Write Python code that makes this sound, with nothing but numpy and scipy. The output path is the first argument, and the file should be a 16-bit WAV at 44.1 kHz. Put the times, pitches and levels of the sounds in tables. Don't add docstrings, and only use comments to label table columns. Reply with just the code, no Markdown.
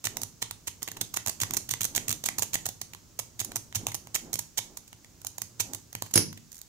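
import sys
import numpy as np
from scipy import signal
from scipy.fft import rfft, irfft
from scipy.io import wavfile
from scipy.ndimage import uniform_filter1d

SR = 44100
rng = np.random.default_rng(int(sys.argv[2]) if len(sys.argv) > 2 else 0)


def master_out(mix):
    frames = np.transpose(np.atleast_2d(mix))
    ceiling = np.clip(frames, -1, 1)
    pcm = np.round(ceiling * 32767).astype(np.int16)
    wavfile.write(sys.argv[1], SR, pcm)


N = 294588
TIME = np.arange(N) / SR


# (frequency [Hz], relative density [dB])
ROOM_TONE_SPECTRUM = [(12, -14), (20, -38), (38, 2.5), (107, -0.5), (241, -7), (293, -5.5), (590, -16.5),
                      (825, -17), (1400, -18.5), (1960, -20), (3630, -18.5), (6720, -10), (9400, -22.5),
                      (14700, -21.5), (16000, -20)]
# (frequency [Hz], level re direct [dB], t60 [s])
ROOM_DECAY = [(148, -4, 0.66), (400, -8, 0.38), (980, -9.5, 0.32), (2120, -9.5, 0.27), (3560, -7, 0.27),
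              (4900, -7, 0.34), (6900, -9.5, 0.33), (10400, -8, 0.21), (15100, -19, 0.42)]
# (frequency [Hz], left re right [dB])
LEFT_SHADE = [(100, -1.5), (500, -3.5), (2000, -4.5), (4500, -4.5), (7000, -5.5), (9000, -9.5),
              (12000, -13), (16000, -17.5)]
# (time [s], level [dB])
GRIP_LEVELS = [(0, -62.5), (0.8, -59.5), (1.3, -58), (2.0, -52.5), (2.7, -60.5), (3.6, -59), (4.2, -56),
               (4.6, -75), (5.1, -61), (5.6, -58.5), (6.68, -78)]
# (frequency [Hz], relative density [dB])
SKIN_SPECTRUM = [(30, -11.5), (80, 4.5), (170, -1.5), (330, -5.5), (600, -14.5), (1200, -17.5), (4000, -41)]
# (time of peak [s], level [dB], half length [s])
MAT_RUBS = [(0.174, -47, 0.076), (0.992, -49.5, 0.051), (1.524, -47.5, 0.085), (1.984, -51.5, 0.11),
            (2.112, -50, 0.056), (2.37, -56, 0.099), (2.597, -55, .059), (3.511, -49.5, 0.076),
            (3.834, -46.5, 0.056), (4.27, -48.5, 0.072), (4.7, -55.5, 0.11), (5.707, -48, 0.068)]
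# (frequency [Hz], relative density [dB])
RUB_SPECTRUM = [(50, -7), (120, -12.5), (250, -2), (370, -5), (520, -13), (750, -11.5), (1200, -23),
                (4000, -38)]
# (frequency [Hz], relative level [dB], t60 [s])
BENCH_MODES = [(99.4, 4, 0.13), (152.9, -2, 0.33), (168.8, 0.5, 0.15), (207, 2, 0.18), (233, -14.5, 0.75),
               (293, -2.5, 0.26), (316, 3.5, 0.069), (356, 4.5, 0.15), (390, -13, 0.28), (445, -5, 0.23),
               (520, -15, 0.11), (623, -8, 0.07)]
# (time [s], level [dB])
OPENING_JOLTS = [(6.1590, -29.5), (6.1795, -35)]
# (time [s], level [dB], frequency [Hz], t60 [s])
BODY_CLUNK = (6.1583, -9, 320, .012)
# (time [s], level [dB], contact length [ms])
SHACKLE_BLOWS = [(6.1432, -23, 3), (6.1571, -11, 5.3), (6.1650, -22.5, 2.3), (6.171, -21, 1.9),
                 (6.1768, -4, 1.67), (6.19, -25, 16)]
# (frequency [Hz], relative density [dB])
SHACKLE_SPECTRUM = [(80, -65), (500, -13), (800, -15), (1400, -19), (2400, -15), (3600, -15.5),
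                    (4700, -10.5), (5200, -6), (6000, -8), (6300, -8), (7000, -13.5), (9400, -16),
                    (10000, -4), (10200, -8), (10600, 6.5), (11200, -13), (12500, -15), (16000, -33)]
# (centre [Hz], spread [Hz], level [dB], t60 [s])
SHACKLE_MODE_GROUPS = [(5400, 550, -14.5, 0.26), (11060, 320.3, -23, 0.19)]
# (frequency [Hz], relative density [dB])
KNOCK_SPECTRUM = [(50, -35.5), (130, 3.5), (300, 0), (520, -6), (900, 0), (1350, -6.5), (2000, -0.5),
                  (2600, -3.5), (3300, -1.5), (4200, -2), (5500, -20.5)]
# (frequency [Hz], relative density [dB])
RING_SPECTRUM = [(2800, -19.5), (4000, -6), (5000, -6), (6000, -0.5), (6750, 3), (7400, -1), (8400, -1.5),
                 (10500, -38)]
# (frequency [Hz], relative density [dB])
EDGE_SPECTRUM = [(6500, -15.5), (8800, 0.5), (11000, 1.5), (13000, 2.5), (15200, 3), (17000, -36)]
# (time [s], stroke length [ms], level [dB], knock at the stop [dB], hand bump [dB])
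PUSHES = [(0.0431, 27.3, -24, -25.5, -47), (0.4203, 5.8, -29.5, -25, -58), (0.673, 8.9, -28.5, -32.5, -52),
          (1.1633, 8.55, -28.5, -24, -60), (1.403, 31.4, -22, -24, -41), (1.6917, 46.5, -23.5, -25.5, -51),
          (1.9509, 27.7, -20.5, -24, -45.5), (2.24, 48, -22.5, -23, -63), (2.5338, 21.3, -22.5, -23, -55),
          (3.3942, 21, -25, -34, -47), (3.7497, 16.6, -23.5, -37, -40), (4.1461, 14.7, -21.5, -27.5, -60),
          (4.5758, 13.2, -22.5, -26, -54), (5.5993, 13, -21, -35.5, -48)]
# (time [s], stroke length [ms], level [dB], swell first to last pin [dB], knock [dB], knock centre [Hz],
#  hand bump [dB])
PULLS = [(0.2176, 16.3, -27.5, 4, -39.5, 900, -50), (0.8775, 9, -33, -1, -33, 2420, -58),
         (1.2629, 33, -24.5, -0.5, -33, 800, -46), (1.5371, 8.3, -25.5, -5, -35, 1392, -66),
         (1.5694, 4.2, -21.5, -4, -34, 1080, -63), (1.8089, 7.6, -24.5, 0, -33, 2320, -48.5),
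         (1.8328, 19.4, -23.5, 2, -37, 2540, -68), (2.0826, 44.7, -23.5, 0, -33.5, 2900, -44),
         (2.385, 8.7, -21.5, -0.5, -33, 801, -46.5), (2.4232, 8.02, -22, -2, -31, 690, -59),
         (2.6575, 7.2, -24.5, 2, -34.5, 1000, -51), (3.192, 5.4, -27.5, -3.5, -36, 730, -55.5),
         (3.5593, 6.9, -23.5, -3, -34, 960, -51), (3.9452, 5.4, -25, -2, -36, 740, -53),
         (4.3317, 8.7, -23.5, 3.5, -38, 800, -47), (5.735, 13, -29.5, -1, -41, 900, -53),
         (6.519, 71, -43, -3, -59, 3030, -75)]
# (time [s], level [dB], contact length [ms], knock [dB], knock frequency [Hz])
PIN_SNAPS = [(0.17, -23, 1.03, -31, 1000), (0.5107, -28.5, 1.11, -32, 1140), (0.822, -41, 2.7, -41, 1100),
             (0.8298, -24, 1.25, -38, 1000), (0.9168, -32, 1.4, -38.5, 1700), (0.97, -39.5, 3, -40.5, 1091),
             (1.0135, -22, 2.53, -31, 3300), (1.142, -28, 2.7, -37, 1085),
             (1.509, -24.5, 0.91, -31.5, 1100), (2.6894, -28, 1.75, -35.5, 640),
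             (2.816, -27, 1.84, -37, 3257), (2.9354, -39, 1.7, -41.5, 2950), (2.9488, -38, 0.79, -39, 1010),
             (3.448, -29, 2, -44.5, 995), (3.5188, -39, 1.6, -37.5, 707), (3.7265, -43, 0.72, -37.5, 3090),
             (3.8684, -18.5, 0.79, -24, 2650), (3.8855, -39, 5.3, -43, 795), (3.919, -37, 2.2, -38.5, 2110),
             (4.072, -42, 1.06, -42.5, 790), (4.3563, -27, 1.07, -34, 690.7),
             (4.3915, -23.5, 2.35, -35.5, 980), (4.7729, -33, 2.12, -45, 960),
             (4.879, -49.5, 3.4, -60, 2800), (4.9299, -44, 1.1, -41, 1784),
             (5.0462, -49.5, 1.1, -46.5, 2015), (5.217, -43.5, 1.5, -53, 1400),
             (5.248, -30.5, 0.97, -38.5, 750.3), (5.269, -26, 1.78, -43, 3297),
             (5.3826, -30, 1.5, -38, 850), (5.419, -24, 1.3, -35.5, 2500), (5.929, -35, 0.98, -43.5, 905.5),
             (5.9519, -28, 0.93, -29, 1920), (6.023, -24, 1.08, -28, 952), (6.064, -47, 4, -48, 1010),
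             (6.112, -46.5, 4.5, -52.5, 900), (6.1395, -18.5, 1.83, -33.5, 2980),
             (6.329, -41.5, 1.5, -43.5, 1670), (6.376, -47, 2.4, -46.5, 2644),
             (6.6158, -33, 0.76, -50, 3344)]

ROOM_TONE_DB = -58
LEFT_LAG_S = 0.00011
PEAK_LIMIT, CUTOFF_HZ = 0.72, 15700
SHACKLE_LEFT_DB, ROOM_RIGHT_DB = 2.5, -1.5

TICK_MS, GRATE_MS, STOP_MS = 1.71, 4.45, 1.15
FIRST_TOUCH_DB, GRATE_KNOCK_DB = -4.5, -11.5
STOP_RING_DB = 1.5
GRATE_AT_SHARE, PUSH_BUMP_SHARE = 0.42, 0.45
GRATE_KNOCK_HZ, STOP_KNOCK_HZ = 3130, 1900

PIN_GAP_MS, PIN_JITTER_MS, PIN_SPREAD_DB = 11.0, 2, 1.0
KNOCK_SPREAD_OCTAVES = 0.35

PUSH_EDGE_DB, PULL_EDGE_DB, SNAP_EDGE_DB = -2.5, -0.5, -0.8
RASP_DB, RASP_SHARE = -17.5, 0.16
PICK_RING_HZ, RING_SPREAD_OCTAVES = 6720, 0.1
SNAP_BUMP_DB = -22.5


def from_db(db):
    return 10 ** (np.asarray(db) / 20)


def at_hz(points, hz, axis=1):
    points = np.array(points)
    return np.interp(np.log(np.maximum(hz, 1)), np.log(points[:, 0]), points[:, axis])


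def convolve(x, response):
    return signal.fftconvolve(np.atleast_2d(x), np.atleast_2d(response), axes=-1)[:, :N]


def response_of(spectrum, size=4096):
    hz = np.arange(size // 2 + 1) * SR / size
    cepstrum = irfft(np.log(from_db(at_hz(spectrum, hz))))
    cepstrum[1:size // 2] *= 2
    cepstrum[size // 2 + 1:] = 0
    return irfft(np.exp(rfft(cepstrum)))


def coloured(x, spectrum):
    response = response_of(spectrum)
    return convolve(x, response / np.sqrt(np.sum(response ** 2)))


def stereo_noise(alike):
    return np.sqrt(alike) * rng.standard_normal(N) + np.sqrt(1 - alike) * rng.standard_normal((2, N))


def grit(alike, spread_db, size=160):
    impacts = stereo_noise(alike) * from_db(spread_db * rng.standard_normal(N))
    return impacts / np.sqrt(uniform_filter1d(impacts ** 2, size, axis=-1) + 1e-9)


def contact_shape(s, ms, rise_share):
    near = slice(max(0, int((s - 0.02) * SR)), int((s + 0.04) * SR))
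    age = (TIME[near] - s) * 1000 / ms
    side_share = np.where(age < 0, rise_share, 1 - rise_share)
    return near, np.exp(-abs(age) / side_share / 2)


def contacts(scrape, times, levels_db, lengths_ms, rise_share, pitches_hz=None, q=3.0, plain_db=-6.0):
    out = np.zeros((2, N))
    for k, s in enumerate(times):
        near, force = contact_shape(s, lengths_ms[k], rise_share)
        burst = np.roll(scrape[:, near], k * 97, axis=-1) * force
        if pitches_hz is not None:
            resonant = signal.lfilter(*signal.iirpeak(pitches_hz[k], q, fs=SR), burst)
            burst = from_db(plain_db) * burst + resonant
        same_power = np.sqrt(np.mean(force ** 2) / np.mean(burst ** 2))
        out[:, near] += from_db(levels_db[k]) * burst * same_power
    return out


def room_tone():
    air = coloured(stereo_noise(0.33), ROOM_TONE_SPECTRUM)
    return from_db(ROOM_TONE_DB) * air * from_db([[-1.0], [1.0]])


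def room(x, build_s=0.0037, count=14):
    t, tail = TIME[:SR * 3 // 4], 0
    hz = np.arange(len(t) // 2 + 1) * SR / len(t)
    white = rfft(rng.standard_normal((3, len(t))))
    alike = 1 / (1 + (hz / 200) ** 2)
    white = np.sqrt(alike) * white[2] + np.sqrt(1 - alike) * white[:2]
    centres = np.geomspace(100, 16000, count)
    for centre, share in zip(centres, np.eye(count)):
        band = irfft(white * np.interp(hz, centres, share), len(t))
        build = 1 - np.exp(-(t / build_s) ** 2)
        decay = from_db(-60 * t / at_hz(ROOM_DECAY, centre, axis=2)) * build
        tail = tail + band * from_db(at_hz(ROOM_DECAY, centre)) * decay / np.sqrt(np.sum(decay ** 2))
    return convolve(x, tail) * from_db([[0], [ROOM_RIGHT_DB]])


def fingers():
    s, level_db = np.transpose(GRIP_LEVELS)
    grip = from_db(np.interp(TIME, s, level_db)) * coloured(stereo_noise(1.0), SKIN_SPECTRUM)
    slide = sum(from_db(peak_db) * np.exp(-((TIME - at) / half_s) ** 2) for at, peak_db, half_s in MAT_RUBS)
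    return grip + slide * coloured(stereo_noise(1.0), RUB_SPECTRUM)


def strike_bench(blows, soft_hz):
    force, out = np.zeros(N), np.zeros(N)
    for s, level_db in blows:
        force[round(s * SR)] += from_db(level_db)
    for k, (hz, level_db, t60) in enumerate(BENCH_MODES):
        r = from_db(-60 / (t60 * SR))
        w = 2 * np.pi * hz / SR
        gain = from_db(level_db) * (-1) ** k
        out += gain * signal.lfilter([0, np.sin(w)], [1, -2 * r * np.cos(w), r * r], force + 1e-18)
    return signal.sosfilt(signal.butter(4, soft_hz, fs=SR, output="sos"), out)


def hand_bumps():
    pushes = [(s + PUSH_BUMP_SHARE * ms / 1000, db) for s, ms, *_, db in PUSHES]
    pulls = [(s, db) for s, *_, db in PULLS]
    snaps = [(s, knock_db + SNAP_BUMP_DB) for s, _, _, knock_db, _ in PIN_SNAPS]
    return pushes + pulls + snaps


def clunk():
    s, level_db, hz, t60 = BODY_CLUNK
    age = np.clip(TIME - s, 0, 1)
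    return -from_db(level_db - 60 * age / t60) * np.sin(2 * np.pi * hz * age)


def thuds():
    bumps = from_db(6.5) * strike_bench(hand_bumps(), soft_hz=132.4)
    jolts = strike_bench(OPENING_JOLTS, soft_hz=1500)
    return signal.sosfilt(signal.butter(4, 52, "high", fs=SR, output="sos"), bumps + jolts + clunk())


def shackle():
    blows = contacts(grit(0.5, 5.1), *np.transpose(SHACKLE_BLOWS), 0.18)
    t, rings = TIME[:SR // 2], 0
    hz = np.arange(len(t) // 2 + 1) * SR / len(t)
    for centre_hz, spread_hz, level_db, t60 in SHACKLE_MODE_GROUPS:
        strengths = np.exp(-((hz - centre_hz) / spread_hz) ** 2 / 2)
        phases = np.exp(2j * np.pi * rng.random((2, len(hz))))
        modes = irfft(strengths * phases, len(t)) * from_db(-60 * t / t60)
        rings = rings + from_db(level_db) * modes / np.sqrt(np.sum(modes ** 2) / 2)
    direct = from_db(0.5) * coloured(blows, SHACKLE_SPECTRUM)
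    return from_db([[SHACKLE_LEFT_DB], [0]]) * (direct + convolve(blows, rings))


def push(s, length_ms, level_db, stop_db):
    length_s, knock_db = length_ms / 1000, level_db + GRATE_KNOCK_DB
    touch = (s, level_db + FIRST_TOUCH_DB, TICK_MS, knock_db, PUSH_EDGE_DB, GRATE_KNOCK_HZ)
    grate = (s + GRATE_AT_SHARE * length_s, level_db, GRATE_MS, knock_db, PUSH_EDGE_DB, GRATE_KNOCK_HZ)
    stop = (s + length_s, stop_db + STOP_RING_DB, STOP_MS, stop_db, PUSH_EDGE_DB, STOP_KNOCK_HZ)
    rasp = (s + length_s / 2, level_db + RASP_DB, RASP_SHARE * length_ms,
            knock_db + RASP_DB, PUSH_EDGE_DB, GRATE_KNOCK_HZ)
    return [touch, grate, stop, rasp]


def pull(s, length_ms, level_db, swell_db, knock_db, knock_hz):
    pins = int(np.clip(round(length_ms / PIN_GAP_MS) + 1, 2, 32))
    late, strong, high = rng.standard_normal((3, pins))
    along = np.linspace(0, 1, pins)
    ms = along * length_ms
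    ms[1:-1] += PIN_JITTER_MS * late[1:-1]
    times = s + ms / 1000
    force_db = swell_db * (along - 0.5) + PIN_SPREAD_DB * strong
    pitches_hz = knock_hz * 2 ** (KNOCK_SPREAD_OCTAVES * high)
    ticks = [(at, level_db + db, TICK_MS, knock_db + db, PULL_EDGE_DB, hz)
             for at, db, hz in zip(times, force_db, pitches_hz)]
    rasp = (times.mean(), level_db + RASP_DB, RASP_SHARE * length_ms,
            knock_db + RASP_DB, PULL_EDGE_DB, knock_hz)
    return ticks + [rasp]


def pin_contacts():
    rows = [touch for *stroke, bump_db in PUSHES for touch in push(*stroke)]
    rows += [touch for *stroke, bump_db in PULLS for touch in pull(*stroke)]
    return rows + [(s, db, ms, knock_db, SNAP_EDGE_DB, hz) for s, db, ms, knock_db, hz in PIN_SNAPS]


def raking():
    s, level_db, ms, knock_db, edge_db, knock_hz = np.transpose(pin_contacts())
    ring_hz = PICK_RING_HZ * 2 ** (RING_SPREAD_OCTAVES * rng.standard_normal(len(s)))
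    knock_grit = coloured(grit(0.68, 6.0), KNOCK_SPECTRUM)
    ring_grit = coloured(grit(0.16, 3.1), RING_SPECTRUM)
    edge_grit = coloured(grit(0.14, 12.0), EDGE_SPECTRUM)
    knock = contacts(knock_grit, s, knock_db, ms, 0.32, knock_hz, q=2.8, plain_db=-0.5)
    ring = contacts(ring_grit, s, level_db, ms, 0.32, ring_hz, q=1.9, plain_db=1.5)
    edge = contacts(edge_grit, s, level_db + edge_db, ms, 0.28)
    return from_db(4.5) * knock + from_db(2.5) * ring + from_db(3.0) * edge


def scene():
    near = raking() + shackle() + thuds() + fingers()
    left, right = near + room(near)
    late_left = np.interp(TIME - LEFT_LAG_S, TIME, left)
    left = convolve(late_left, response_of(LEFT_SHADE))[0]
    return np.array([left, right]) + room_tone()


def record(dry):
    rounded = dry / (1 + (dry / PEAK_LIMIT) ** 6) ** (1 / 6)
    return signal.sosfilt(signal.ellip(10, 0.2, 80, CUTOFF_HZ, fs=SR, output="sos"), rounded)


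dry = scene()
out = record(dry)
master_out(out)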